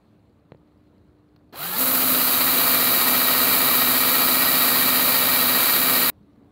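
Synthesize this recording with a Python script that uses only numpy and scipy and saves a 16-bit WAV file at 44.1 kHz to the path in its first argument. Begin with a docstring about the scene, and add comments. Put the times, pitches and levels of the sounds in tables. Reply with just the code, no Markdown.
"""Brush wheel on a rusty rim, quiet workshop

Mains hum, a faint regular tick, air and low rumble lie under everything. Fingers knock the camera body
(struck resonances) and tick the trigger (noise bursts), then a cordless drill spins up and presses an abrasive
brush wheel on a steel rim. Motor and gears whine as tones locked to rotation, the out-of-round wheel throbs
once a turn, and grit noise scrubs and rings the rim. A hard cut leads from the running drill to the quiet room."""
import sys
import numpy as np
from scipy import signal
from scipy.fft import rfft, irfft, next_fast_len
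from scipy.io import wavfile
from scipy.ndimage import uniform_filter1d, map_coordinates

SR = 44100
rng = np.random.default_rng(int(sys.argv[2]) if len(sys.argv) > 2 else 0)


def store_wav(level_fs):
    """Save 16-bit WAV to argv[1]."""
    pcm = np.round(np.clip(np.atleast_2d(level_fs), -1, 1) * 32767)
    wavfile.write(sys.argv[1], SR, pcm.T.astype(np.int16))


N = 287135
TIME = np.arange(N) / SR  # s
START_S, FULL_S, CUT_S = 1.5248, 1.76, 6.1003  # first kick, trigger fully in, hard cut to the quiet room
GEARING = 135 / 8  # motor turns for one turn of the wheel
RATED_HZ = 252  # motor turns a second at which the layer levels are stated


def amp(db):
    """dB to gain."""
    return 10 ** (np.asarray(db) / 20)


def unit(x):
    """Scaled to rms 1."""
    return x / np.sqrt(np.mean(x ** 2) + 1e-20)


def curves(rows):
    """One value per sample for each column after the time."""
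    s, *cols = np.transpose(rows)
    return [np.interp(TIME, s, c) for c in cols]


def since(start_s):
    """Seconds passed since a moment, zero before it."""
    return np.maximum(TIME - start_s, 0)


def random_phase():
    """A random starting angle in radians."""
    return rng.uniform(0, 2 * np.pi)


def wobble(rate):
    """A smooth random curve, rate knots a second."""
    coarse = TIME[::48]
    knots = rng.standard_normal(int(N * rate / SR) + 4)
    return np.interp(TIME, coarse, map_coordinates(knots, [coarse * rate]))


def filtered(x, response):
    """x times a complex response of frequency."""
    m = next_fast_len(N + SR // 2)
    return irfft(rfft(x, m) * response(np.fft.rfftfreq(m, 1 / SR)), m)[..., :N]


def coloured(x, points):
    """x shaped by (frequency [Hz], gain [dB]) points on a log axis, rms 1."""
    f, db = np.transpose(points)
    return unit(filtered(x, lambda hz: amp(np.interp(np.log(hz + 1), np.log(f + 1), db))))


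def mode(hz, width):
    """The causal response of one resonance."""
    return lambda f: 1j * f * width / (hz * hz - f * f + 1j * f * width)


def patchy(patchy_db):
    """White noise with patches of random gain in time and frequency."""
    z = signal.stft(rng.standard_normal(N), nperseg=512)[2]
    across_frequency = uniform_filter1d(rng.standard_normal(z.shape), size=6, axis=0)
    field = uniform_filter1d(across_frequency, size=8, axis=1)
    return signal.istft(z * amp(patchy_db * unit(field)), nperseg=512)[1][:N]


def grains(rate, spread_db):
    """Random clicks, rate a second on average, a few much larger than the rest."""
    hits = rng.random(N) < rate / SR
    return unit(hits * rng.standard_normal(N) * amp(spread_db * rng.exponential(size=N)))


# spectra of the room's low rumble and of its air: (frequency [Hz], relative level [dB])
RUMBLE_SPECTRUM = [(25, -37.5), (45, -22), (62, -4.5), (105, -2.5), (130, -7), (215, -4.5), (330, -12.5),
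                   (600, -17), (900, -28.5), (1500, -62.5)]
AIR_SPECTRUM = [(350, -33), (600, -3), (1190, -4), (1400, -8.5), (2200, -14.5), (3300, -18.5), (4200, -16),
                (4700, -23.5), (5400, -29), (9000, -29.5), (16000, -31.5)]
# mains hum partials: (frequency [Hz], relative level [dB])
HUM_PARTIALS = [(60, -72), (120, -81), (240, -78), (300, -60.5), (360, -70), (420, -72), (480, -75)]
# course of the whole hum: (time [s], gain [dB])
HUM_COURSE = [(0, -5), (.5, -6), (.56, -0.5), (6.1, 1), (6.11, -2), (6.51, -1)]
# low tones that swell and fade: (start [s], end [s], frequency [Hz], peak level [dB])
DISTANT_TONES = [(6.2, 6.27, 200, -51), (6.24, 6.33, 285, -55), (6.31, 6.35, 215, -55),
                 (6.37, 6.42, 225, -51), (6.36, 6.5, 280, -52)]
RUMBLE_DB, AIR_DB, AFTER_DB = -58, -69.5, 1.5  # base levels; rise of rumble and air after the cut


def workshop():
    """Room tone: shaped noise for rumble and air, mains partials, and brief low tones from far away."""
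    after_db = AFTER_DB * (TIME > CUT_S)
    rumble_db = RUMBLE_DB + after_db + 0.8 * wobble(2.5) + 0.5 * wobble(13)
    rumble = amp(rumble_db) * coloured(patchy(patchy_db=1.3), RUMBLE_SPECTRUM)
    air_db = AIR_DB + after_db + 0.83 * wobble(2.5)
    air_noise = patchy(patchy_db=1.6) + 0.3 * grains(300, spread_db=2)
    air = amp(air_db) * coloured(air_noise, AIR_SPECTRUM)
    hum = np.zeros(N)
    for hz, db in HUM_PARTIALS:
        hum += amp(db + 1.5 + 1.2 * wobble(12)) * np.sin(2 * np.pi * hz * TIME + random_phase())
    tones = np.zeros(N)
    for start, end, hz, db in DISTANT_TONES:
        swell = np.sin(np.pi * np.clip((TIME - start) / (end - start), 0, 1))
        tones += amp(db) * swell * np.sin(2 * np.pi * hz * TIME)
    return rumble + air + amp(curves(HUM_COURSE)[0]) * hum + tones


# three stretches joined by hard cuts, each with its own tick timing: (stretch start [s], reference tick [s])
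TICK_STRETCHES = [(0, .0905), (.52, .5714), (6.1, 6.127)]
PULSE_DB, TICK_EVERY_S = -58, 0.1024  # noise level before filtering; interval


def pulse():
    """A faint tick about ten times a second: decaying noise, narrow in pitch, with a trace of treble."""
    starts, references = np.transpose(TICK_STRETCHES)
    stretch = np.searchsorted(starts, TIME, side="right") - 1
    since_tick = (TIME - references[stretch]) % TICK_EVERY_S
    decay_db = 60 * since_tick / 0.016
    burst = amp(PULSE_DB + 1.5 * wobble(10) - decay_db) * rng.standard_normal(N)
    return filtered(burst, lambda f: 0.06 * (f > 5000) + mode(4400, 900)(f) ** 2)


# finger blows on the camera body: (time [s], level [dB], sharp part [dB])
BLOWS = [(0.52, -27, 3.5), (.535, -44, -2), (.5452, -38, -20), (0.5474, -24, -15)]
# resonances of the camera body: (frequency [Hz], width [Hz], level [dB])
BODY_MODES = [(126, 49, 6.5), (510, 190, 5.5), (1000, 340, -1), (2080, 870, -3), (4140, 250, -2)]


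def knocks():
    """Fingers knock the camera body: a sharp edge and a soft, rounded push ring its resonances."""
    blows, t = np.zeros(N), np.arange(SR // 100) / SR
    for s, db, sharp_db in BLOWS:
        push = t / 0.0006 * np.exp(1 - t / 0.00042)
        edge = amp(sharp_db) * np.exp(-t / 0.0003)
        blows[round(s * SR):][:len(t)] -= amp(db) * (0.34 * push + edge)
    ringing = np.zeros(N)
    for k, (hz, width, db) in enumerate(BODY_MODES):
        ringing += (-1) ** k * amp(db) * filtered(blows, mode(hz, width))  # neighbours in opposite sign
    return ringing


# trigger ticks: (time [s], burst level before the housing [dB])
TRIGGER_TICKS = [(.84, -69), (1.3613, -50.5), (1.3654, -56), (1.4294, -70), (1.5255, -50), (1.5434, -42)]


def housing(f):
    """The plastic housing: some direct sound and three broad resonances."""
    low, middle, high = mode(900, 900)(f), mode(4200, 650)(f), mode(14500, 4000)(f)
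    return 0.1 + 3 * middle ** 2 + 6 * low ** 2 + 0.25 * high ** 2


def trigger():
    """Small plastic ticks as the finger loads the switch: noise bursts ringing briefly in the housing."""
    bursts, t = np.zeros(N), np.arange(SR // 50) / SR
    for s, db in TRIGGER_TICKS:
        bursts[round(s * SR):][:len(t)] += amp(db - 60 * t / 0.016) * rng.standard_normal(len(t))
    return filtered(bursts, housing)


# motor speed at full trigger: (time [s], turns a second [Hz])
FULL_SPEED = [(1.95, 258.1), (2.2, 255.3), (2.95, 251.4), (4.0, 251.8), (4.4, 253.0), (4.95, 251.0),
              (6.1, 251.9)]
HALF_HZ, KICK_HZ, SPIN_UP_S = 190.6, 40.3, 0.07  # trigger half in: speed approached, first kick, time constant
JUMP_S = 0.034  # time to reach full speed once the trigger is fully in
HIGH_SPOT_S = 1.95  # a moment when the high spot of the wheel meets the rim


def rotation():
    """Smooth speed [Hz], speed with the load tugging at it [Hz], and motor angle [rad]."""
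    half = HALF_HZ - (HALF_HZ - KICK_HZ) * np.exp(-since(START_S) / SPIN_UP_S)
    steady = half + (curves(FULL_SPEED)[0] - half) * np.clip((TIME - FULL_S) / JUMP_S, 0, 1)
    speed = steady * (1 + 0.00199 * wobble(25))
    motor = 2 * np.pi * np.cumsum(speed) / SR
    return steady, speed, motor - np.interp(HIGH_SPOT_S, TIME, motor)


# (level at rated speed and full pressure [dB], power of speed,
#  loss at light pressure [dB], bounce once a turn at light pressure [dB])
SCRUBBING, RASPING = (-25.5, 1.54, 4.5, 0.9), (-27.5, 2, 6.5, 1.5)
HISSING, HUMMING = (-19.5, 2.5, 1.5, 0), (-33.5, 3, -1, 0.3)


def layer_db(layer, steady, light, wheel):
    """Base level of a layer [dB]: grows with speed, and follows pressure and the wheel's bounce."""
    db, power, light_db, bounce_db = layer
    speed_db = 20 * np.log10(steady / RATED_HZ)
    return db + power * speed_db + light * (bounce_db * np.cos(wheel) - light_db)


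LOOSE = 0.95  # extra share of phase wander at light pressure


def lines(motor, light, table, flutter_db, rate):
    """Tones at multiples of the motor angle, unsteady in level and phase, pulsing once a wheel turn."""
    high_spot = np.cos(motor / GEARING)
    tones = np.zeros(N)
    for k, db, wander, depth, light_db in table:
        gain = (1 + depth * high_spot) * amp(db - light_db * light + flutter_db * wobble(rate))
        tones += gain * np.sin(k * motor + wander * (1 + LOOSE * light) * wobble(60))
    return tones


# motor shaft tones, the 8/3 row the gear mesh tone: (multiple of motor turns, relative level [dB], phase wander
# [rad], depth of pulsing once a wheel turn, loss at light pressure [dB])
SHAFT_LINES = [(1, -0.37, 0.05, -0.017, -1.5), (2, -6, 0.43, 0, 0.5), (64 / 27, -11, .2, 0, 3),
               (8 / 3, -5.5, 0.19, 0, 3), (5, -4, 0.6, 0.1, 1.5)]
# shaking that repeats each wheel turn: (multiple of wheel turns, relative level [dB])
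WHEEL_SHAKE = [(1, -44.5), (2, -46.5), (3, -29), (4, -36), (5, -28.5), (6, -22.5), (7, -14.5), (8, -17.5),
               (9, -20.5), (10, -15.5), (11, -16.5), (12, -10), (13, -17.5), (14, -16.5), (15, -14.5),
               (16, -12.5), (17, -18.5), (18, -4), (19, -14.5), (20, -9.5), (21, -15.5), (22, -23.5),
               (23, -16.5)]
# the motor hum dips briefly: (time [s], depth [dB])
HUM_DIPS = [(2.31, 4), (3.0, 2.5), (5.7, 6)]
DIP_S, SHAKE_LIGHT_DB = 0.058, 3.5  # dip time to 1/e; shake lost at light pressure


def motor_hum(drill_db, speed, motor, light):
    """Shaft tones with the gear mesh tone, and a wheel imbalance whose shaking grows with speed squared."""
    wheel = motor / GEARING
    for s, db in HUM_DIPS:
        drill_db = drill_db - db * np.exp(-((TIME - s) / DIP_S) ** 2)
    shake = np.zeros(N)
    for k, db in WHEEL_SHAKE:
        gain = amp(db - SHAKE_LIGHT_DB * light + 1.1 * wobble(3.01))
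        shake += gain * np.sin(k * wheel + random_phase())
    shaft = lines(motor, light, SHAFT_LINES, flutter_db=1.4, rate=8)
    return amp(drill_db) * (shaft + 0.91 * (speed / RATED_HZ) ** 2 * shake)


# gear mesh tones: (multiple of motor turns, relative level [dB], phase wander [rad],
#  depth of pulsing once a wheel turn, loss at light pressure [dB])
GEAR_LINES = [(14 / 3, -10, 0.59, .3, -5.5), (7, -16.5, 0, 0.5, -1), (7.5, -4.5, 1.1, 1.05, 8),
              (9, -11, .5, 0.44, 5), (28 / 3, -3, 0.58, .08, 0), (56 / 3, -12, .9, .1, 0)]
# course of the gear whine: (time [s], gain [dB])
WHINE_COURSE = [(1.525, -44.5), (1.6, -34), (1.71, -42), (1.745, -33), (1.79, -40), (2.1, -38),
                (2.65, -30.5), (6.1, -30.5)]


def gear_whine(motor, light):
    """Gear mesh tones locked to the motor's rotation."""
    return amp(curves(WHINE_COURSE)[0]) * lines(motor, light, GEAR_LINES, flutter_db=1.3, rate=30)


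# uneven brush pressure: (times a wheel turn, depth [0-1])
PRESSURE_THROB = [(1, 0.06), (2, 0.07), (5, 0.1), (9, 0.15)]


def brush_throb(wheel):
    """Brush pressure rising and falling through each turn of the out-of-round wheel."""
    throb = np.ones(N)
    for k, depth in PRESSURE_THROB:
        angle = random_phase() if k > 1 else 0  # the once-a-turn part peaks at the high spot
        throb += depth * np.cos(k * wheel + angle)
    return throb


# spectrum of the scrubbing: (frequency [Hz], relative level [dB])
SCRUB_SPECTRUM = [(35, -55), (55, -29), (100, -14.5), (260, -8), (400, -5.5), (900, -5), (1250, -2),
                  (1600, -6.5), (2100, -7), (3150, -7.5), (3500, -10.5), (4500, -30)]


def scrub(scrub_db, chatter):
    """Broad scrubbing of the brush: patchy noise and grit clicks under the chattering pressure."""
    grit = patchy(patchy_db=0.58) + 0.3 * grains(2000, spread_db=1.5)
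    return amp(scrub_db - 1.0) * coloured(chatter * grit, SCRUB_SPECTRUM)


# spectrum of the rasp: (frequency [Hz], relative level [dB])
RASP_SPECTRUM = [(3300, -43), (3620, -19.5), (3770, 1.5), (4050, -1.5), (4550, -2.5), (5050, -9),
                 (5450, -20.5), (6500, -38.5)]
JOLT_DB, JOLT_S = 6, 0.025  # flare as the trigger goes fully in; its time constant


def rasp(rasp_db, chatter):
    """A narrower, brighter band of grit noise that flares as the trigger goes fully in."""
    jolt_db = JOLT_DB * (TIME > FULL_S) * np.exp(-np.abs(TIME - FULL_S) / JOLT_S)
    grit = patchy(patchy_db=0.5) + 0.37 * grains(2000, spread_db=1.5)
    return amp(rasp_db + jolt_db) * coloured(chatter ** 0.78 * grit, RASP_SPECTRUM)


# spectrum of the fine grit: (frequency [Hz], relative level [dB])
GRIT_SPECTRUM = [(4500, -41.5), (5500, -16), (7340, -10), (8360, -10.5), (11000, -4), (13700, 1.5),
                 (15200, 1.5), (16000, -2.5)]


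def grit_hiss(hiss_db, throb):
    """Fine grit: treble noise with dense clicks, following the throb softly."""
    grit = patchy(patchy_db=0.73) + 0.42 * grains(6000, spread_db=1.5)
    pressure = throb ** 0.52 * amp(0.37 * wobble(40))
    return amp(hiss_db + 1.33) * coloured(pressure * grit, GRIT_SPECTRUM)


# rim modes, the 4070 Hz row a resonance of the drill housing: (frequency [Hz], width [Hz], relative level [dB],
# time of best drive [s], reach [s])
RIM_MODES = [(1276, 150, -8, 2.8, 4), (2541, 120, -20.5, 6.7, 2.1), (4003, 65, -16, 3.4, 3),
             (4070, 260, -8, 1.55, .15), (10720, 80, -15, 3, 3), (11620, 180, -8, 3.1, 3.5),
             (12930, 30, -11, 4, 3), (13255, 15, -7, 6.6, 0.86), (13455, 20, -4, 2.3, 1.1),
             (13900, 25, -6.5, 4.2, .9), (14870, 50, -11, 5, 2)]


def rim_ring(scrub_db, hiss_db, chatter):
    """The brush creeps along the rim, so noise drives each rim mode best at its own moment; one housing
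    resonance rings near 4 kHz early on."""
    drive = chatter * rng.standard_normal(N)
    ring = np.zeros(N)
    for hz, width, db, best, reach in RIM_MODES:
        follow_db = scrub_db if hz < 6000 else hiss_db - 6  # high modes follow the fine grit
        away_db = 3.6 * ((TIME - best) / reach) ** 2
        ring += amp(follow_db + db - away_db) * unit(filtered(drive, mode(hz, width)))
    return ring


LEAN_S = 0.48  # time constant of the pressure building up after full trigger
BITE_S = 0.02  # time constant of the bright layers building up after the first kick
TAIL_DB, TAIL_S = -25, 0.004  # faint remainder after the cut and its time constant


def drill():
    """Motor and gears turn the wheel while speed and pressure set how hard grit scrubs the rim."""
    steady, speed, motor = rotation()
    wheel = motor / GEARING
    light = np.exp(-since(FULL_S) / LEAN_S)  # 1 = barely touching, 0 = full pressure
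    layers = (SCRUBBING, RASPING, HISSING, HUMMING)
    scrub_db, rasp_db, hiss_db, drill_db = [layer_db(layer, steady, light, wheel) for layer in layers]
    throb = brush_throb(wheel)
    chatter = throb * amp(0.42 * wobble(30) + 0.69 * wobble(120))
    machine = motor_hum(drill_db, speed, motor, light) + gear_whine(motor, light)
    bite = (1 - np.exp(-since(START_S) / BITE_S)) ** 3
    bright = bite * (rasp(rasp_db, chatter) + grit_hiss(hiss_db, throb))
    sound = machine + scrub(scrub_db, chatter) + bright + rim_ring(scrub_db, hiss_db, chatter)
    onset = np.clip((TIME - START_S) / 0.0015, 0, 1)
    before_cut = np.clip((CUT_S - TIME) / 0.0004, 0, 1)
    tail = amp(TAIL_DB) * np.exp(-np.abs(TIME - CUT_S) / TAIL_S)
    return sound * onset * np.maximum(before_cut, tail)


def scene():
    """One microphone feeds both channels."""
    mono = workshop() + pulse() + knocks() + trigger() + drill()
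    return np.array([mono, mono])


TOP_HZ = 15750  # middle of the 120 Hz wide fade at the band limit


def record(dry):
    """The loudest peaks are squeezed a little; nothing is kept above the band limit."""
    squeezed = dry / (1 + np.abs(dry / 0.75) ** 4) ** 0.25
    return filtered(squeezed, lambda hz: np.cos(np.pi / 2 * np.clip((hz - TOP_HZ) / 120 + 0.5, 0, 1)) ** 2)


dry = scene()
out = record(dry)
store_wav(out)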